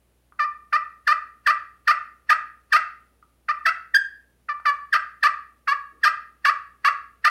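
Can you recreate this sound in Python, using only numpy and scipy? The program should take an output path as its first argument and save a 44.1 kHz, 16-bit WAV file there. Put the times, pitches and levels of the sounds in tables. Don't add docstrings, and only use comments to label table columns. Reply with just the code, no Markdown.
import sys
import numpy as np
from scipy import signal
from scipy.fft import rfft, irfft
from scipy.io import wavfile
from scipy.ndimage import uniform_filter1d, minimum_filter1d

SR = 44100
rng = np.random.default_rng(int(sys.argv[2]) if len(sys.argv) > 2 else 0)


def put_to_file(sound):
    columns = np.atleast_2d(sound).T
    safe = np.clip(columns, -1, 1)
    whole_steps = np.round(safe * 32767)
    wavfile.write(sys.argv[1], SR, whole_steps.astype(np.int16))


N = 321922


def amp(db):
    return 10 ** (np.asarray(db) / 20)


def evened(x):
    return x / np.sqrt(np.mean(x ** 2) + 1e-20)


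def read(points, hz):
    f, value = np.transpose(points)
    return np.interp(np.log(hz + 1), np.log(f + 1), value)


def add(mix, s, sound):
    part = mix[round(s * SR):][:len(sound)]
    part += sound[:len(part)]


def step(t, width):
    return .5 + .5 * np.tanh(t / width)


def wobble(n, hz):
    f = np.fft.rfftfreq(n, 1 / SR)
    spectrum = rfft(rng.standard_normal(n)) / (1 + (f / hz) ** 2)
    return evened(irfft(spectrum, n))


def background():
    # f/Hz, relative level/dB per Hz
    air_spectrum = [(20, -25.5), (45, -12), (90, -9), (180, -13.5), (300, -13), (500, -15.5), (1000, -23.5),
                    (2500, -27), (5000, -33), (8000, -34), (10000, -28.5), (12000, -32.5), (16000, -34.5)]
    # f/Hz, rms level/dB
    hum_lines = [(60, -67), (120, -79), (180, -83.5), (240, -82)]
    gain = amp(read(air_spectrum, np.fft.rfftfreq(N, 1 / SR)))
    air = irfft(rfft(rng.standard_normal(N)) * gain, N)
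    t = np.arange(N) / SR
    hum = sum(amp(db) * np.sqrt(2) * np.sin(2 * np.pi * (hz * t + rng.random())) for hz, db in hum_lines)
    return amp(-68) * evened(air) + hum


def pot_db(hz):
    # f/Hz, level/dB
    broad = [(250, -49.5), (490, -49), (590, -33), (850, -25), (1030, -32.5), (1120, -6.5), (1320, -5.5),
             (1500, -7), (1650, -7), (1950, -6), (2220, -20), (3100, -23.5), (3900, -31), (6000, -33.5),
             (7000, -44), (12700, -45), (13700, -54.5)]
    # f/Hz, full width at half lift/Hz, lift/dB
    resonances = [(975, 130, 19.5), (1208, 79, 6.5), (2330, 230, 5), (2608, 170, 11.5), (2720, 60, 10.5),
                  (4325, 370, 9.5), (4600, 530, 13.5), (5350, 170, 9), (8450, 570, 5.5), (11900, 1500, 4),
                  (11420, 390, 6)]
    lift = sum(db / (1 + (2 * (hz - f) / width) ** 2) for f, width, db in resonances)
    return read(broad, hz) + lift


def pot(x, size=4096):
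    log_gain = np.log(amp(pot_db(abs(np.fft.fftfreq(size, 1 / SR)))))
    response = np.exp(np.conj(signal.hilbert(log_gain)))
    ring = np.fft.ifft(response).real
    return signal.fftconvolve(x, ring[:size // 2])


def touch(s, peak_db):
    # f/Hz, relative level/dB, decay by 60 dB t60/s
    modes = [(1030, -5.5, 0.025), (1209, 5.5, 0.041), (1337, 7, 0.011), (1410, -2.5, 0.034),
             (1910, -10, .025)]
    t = np.arange(SR // 4) / SR
    ring = sum(amp(db - 60 * t / t60) * np.sin(2 * np.pi * (hz * t + rng.random())) for hz, db, t60 in modes)
    tick = pot(rng.standard_normal(len(t)) * np.exp(-t / 0.0052))[:len(t)]
    knock = evened(ring * step(t - .001, 0.00028)) + 0.14 * evened(tick)
    return s, amp(peak_db) * knock / abs(knock).max()


def shimmer(x, ring_db=-2, fade_s=0.0098, above_hz=3800, size=900):
    t = np.arange(size) / SR
    ring = rng.standard_normal(size) * np.exp(-t / fade_s)
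    ring /= np.linalg.norm(ring)
    ring = signal.sosfilt(signal.butter(3, above_hz, "high", fs=SR, output="sos"), ring)
    return x + amp(ring_db) * signal.fftconvolve(x, ring)[:N]


def room(x, wet_db, first_s=0.0019, build_s=0.002, size=16):
    # f/Hz, t60/s
    decay = [(300, 0.35), (1200, 0.4), (2500, 0.41), (5000, 0.36), (8000, .27), (13000, 0.05)]
    # f/Hz, relative level/dB
    colour = [(300, 1), (1200, 3.5), (2500, -1.5), (5000, -7.5), (8000, 3), (13000, -9.5)]
    at = np.arange(0, SR // 2, size)
    taps = np.zeros(SR // 2 + size)
    taps[at + rng.integers(0, size, len(at))] = rng.choice([-1., 1.], len(at))
    hz, t, bands = signal.stft(taps, SR, nperseg=256)
    band_db = read(colour, hz)[:, None] - 60 * t / read(decay, hz)[:, None]
    tail = signal.istft(bands * amp(band_db), SR, nperseg=256)[1]
    tail *= np.clip((np.arange(len(tail)) / SR - first_s) / build_s, 0, 1)
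    return x + amp(wet_db) * signal.fftconvolve(x, tail / np.linalg.norm(tail))[:N]


def tip_pitch(t, length, squeal, low_hz, end_hz):
    free_hz = 1860 - 290 * step(t - .009, .0035)
    climb = np.clip((t - squeal) / (length - squeal), 0, 1.05) ** 3
    curl_hz = 70 * step(t - length + .002, .004)
    gripped_hz = low_hz + (end_hz - low_hz) * climb + curl_hz
    return gripped_hz + (free_hz - gripped_hz) * np.exp(-np.maximum(t - squeal, 0) / .0032)


def stroke(s, length, squeal, low_hz, end_hz, level_db, swell_db, treble_db, half_db, rough, size=5600, count=28):
    lead = .03
    t = np.arange(size) / SR - lead
    hz = tip_pitch(t, length, squeal, low_hz, end_hz)
    broken = step(t - squeal, 0.0019)

    upset = 1.84 * np.exp(-((t - squeal - .001) / 0.0053) ** 2) + step(t - length + 0.0022, 0.0031)
    chaos = rough * (0.28 + 0.073 * broken + upset)
    jitter = 1 + 0.0035 * wobble(size, 180) + 0.054 * chaos * wobble(size, 720)
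    turns = np.cumsum(hz * jitter) / SR
    halves = broken * amp(half_db + 1) * (1 + .5 * chaos * wobble(size, 250))

    bite = step(t - .0058, 0.001) * (1 - step(t - length + .002, 0.0079)) * amp(-3 * (t / length - .5))
    force = np.zeros(size)
    for k in range(1, count):
        line_hz = k * hz / 2
        high = np.clip((line_hz - 2100) / 900, 0, 1)
        brightness = 1 - high + high * bite * amp(treble_db)
        weight = (halves if k % 2 else 1) * brightness * (line_hz < SR / 2)
        hardness_db = .5 * (level_db + 15.5) * step(line_hz - 7000, 1500)
        force += weight * amp(hardness_db - 2.9 * high * (2.0 - broken)) * np.cos(np.pi * k * turns)

    grit = rng.standard_normal(size) * (1 + 0.59 * np.cos(np.pi * turns)) * bite * amp(treble_db / 2)
    grit = signal.lfilter([1, -.95], [1, -.65], grit)
    force += amp(4.5) * chaos * grit

    carried = np.sqrt(amp(pot_db(hz)) ** 2 + (broken * amp(half_db + pot_db(1.5 * hz))) ** 2)
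    stumble_db = -5 * np.exp(-((t - squeal + 0.0016) / 0.00076) ** 2)
    rise_db = swell_db * (np.clip(t / length, 0, 1) - 1.0)
    pressure = amp(level_db + rise_db + 3.16 * (1.5 - broken) + stumble_db)
    contact = step(t - .0045, .0026) * (1 - step(t - length, .003))
    drive = force * contact * pressure * np.sqrt(2) / np.maximum(carried, amp(-7))
    rub = rough * amp(level_db - 11.5) * rng.standard_normal(size) * step(t + 0.0047, 0.014) * (1 - broken)
    return s - lead, pot(drive + rub)


def yelp(s, length, squeal, low_hz, end_hz, effort_db):
    usual_effort_db = -18
    # value at usual effort without squeal, change per dB of effort, change per s of squeal
    # swell/dB
    swell_law = (-0.16, 0.95, 167.5)
    treble_law = (-4.5, 0.51, 209)
    roughness_law = (.31, 0.05, 13)
    swell_db, treble_db, rough = (usual + per_db * (effort_db - usual_effort_db) + per_s * squeal
                                  for usual, per_db, per_s in (swell_law, treble_law, roughness_law))
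    treble_db += 0.3554 * s
    end_db = effort_db + swell_db / 2
    half_db = -1.37
    return stroke(s, length, squeal, low_hz, end_hz, end_db, swell_db, treble_db, half_db, np.clip(rough, .2, 1))


def low_puff(s, length, level_db, below_db, top_hz=380, size=4400):
    t = np.arange(size) / SR
    band = signal.butter(2, [110, top_hz], "band", fs=SR, output="sos")
    noise = signal.sosfilt(band, rng.standard_normal(size))
    gain = amp(level_db + below_db + 1.6 * (level_db + 13.5))
    return s, gain * evened(noise) * np.sin(np.pi * np.minimum(t / length, 1))


def cluck():
    settings = dict(s=3.938, length=.035, squeal=0.0077, low_hz=1577, end_hz=1736, level_db=-14.5, swell_db=-0.5, treble_db=2, half_db=-27.5, rough=0.079)
    puff = low_puff(settings["s"], settings["length"], settings["level_db"], below_db=-50.5)
    return stroke(**settings), puff


def grip(s, length, level_db, low_hz=270, top_hz=430, size=8000):
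    t = np.arange(size) / SR
    band = signal.butter(2, [low_hz, top_hz], "band", fs=SR, output="sos")
    rub = signal.sosfilt(band, rng.standard_normal(size))
    return s, amp(level_db) * evened(rub) * np.sin(np.pi * np.minimum(t / length, 1))


def scene():
    # t/s, peak level/dB
    touches = [(0.322, -41.5), (3.225, -43.5), (4.599, -32.5)]
    # t/s, length/s, squeal before the break/s, low pitch f/Hz, end pitch f/Hz, mid-stroke effort/dB
    yelps = [ (.389, 0.059, 0.0007, 1180, 1217, -21), (0.723, 0.044, 0.0016, 1173, 1295, -18),
             (1.067, .062, 0.0098, 1174, 1299, -17.5), (1.459, .053, .013, 1157, 1326, -17),
             (1.87, 0.048, 0.01, 1170, 1351, -16), (2.289, 0.043, .014, 1178, 1360, -16),
             (2.718, 0.052, 0.015, 1194, 1391, -15.5), (3.482, 0.034, 0.0014, 1164, 1301, -20.5),
             (3.65, 0.046, 0.014, 1272, 1456, -19), (4.484, 0.043, 0.00056, 1172, 1153, -26.5),
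             (4.651, 0.054, 0.0017, 1177, 1103, -18.5), (4.922, .046, .018, 1157, 1377, -19),
             (5.224, .051, .013, 1126, 1314, -17), (5.671, 0.062, 0.0022, 1100, 1224, -20),
             (6.029, 0.054, 0.019, 1170, 1333, -17), (6.443, 0.058, 0.011, 1103, 1301, -17.5),
             (6.842, .047, 0.0046, 1090, 1351, -16.5), (7.24, 0.043, 0.011, 1165, 1367, -16)]
    # t/s, length/s, rms level before the fades/dB
    grip_shift = (5.905, .12, -64.5)
    call = np.zeros(N)
    for row in touches:
        add(call, *touch(*row))
    for row in yelps:
        s, length, squeal, _, _, effort_db = row
        add(call, *yelp(*row))
        add(call, *low_puff(s + squeal, length - squeal, effort_db, below_db=-50.5 + 500.5 * squeal))
    for sound in cluck():
        add(call, *sound)
    add(call, *grip(*grip_shift))
    return (room(shimmer(call), wet_db=-12.5) + background())[None]


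def record(dry, size=130):
    ceiling = .5
    over_db = 20 * np.log10(np.maximum(abs(dry[0]) / ceiling, 1))
    fall = np.arange(N) * 450.0 / SR
    held_db = np.maximum.accumulate(over_db + fall) - fall
    gain_db = uniform_filter1d(minimum_filter1d(-held_db, size), size)
    limited = dry * amp(gain_db)
    low_pass = signal.firwin(511, 15950, window=("kaiser", 9), fs=SR)
    return signal.oaconvolve(limited, low_pass[None], "same")


dry = scene()
out = record(dry)
put_to_file(out)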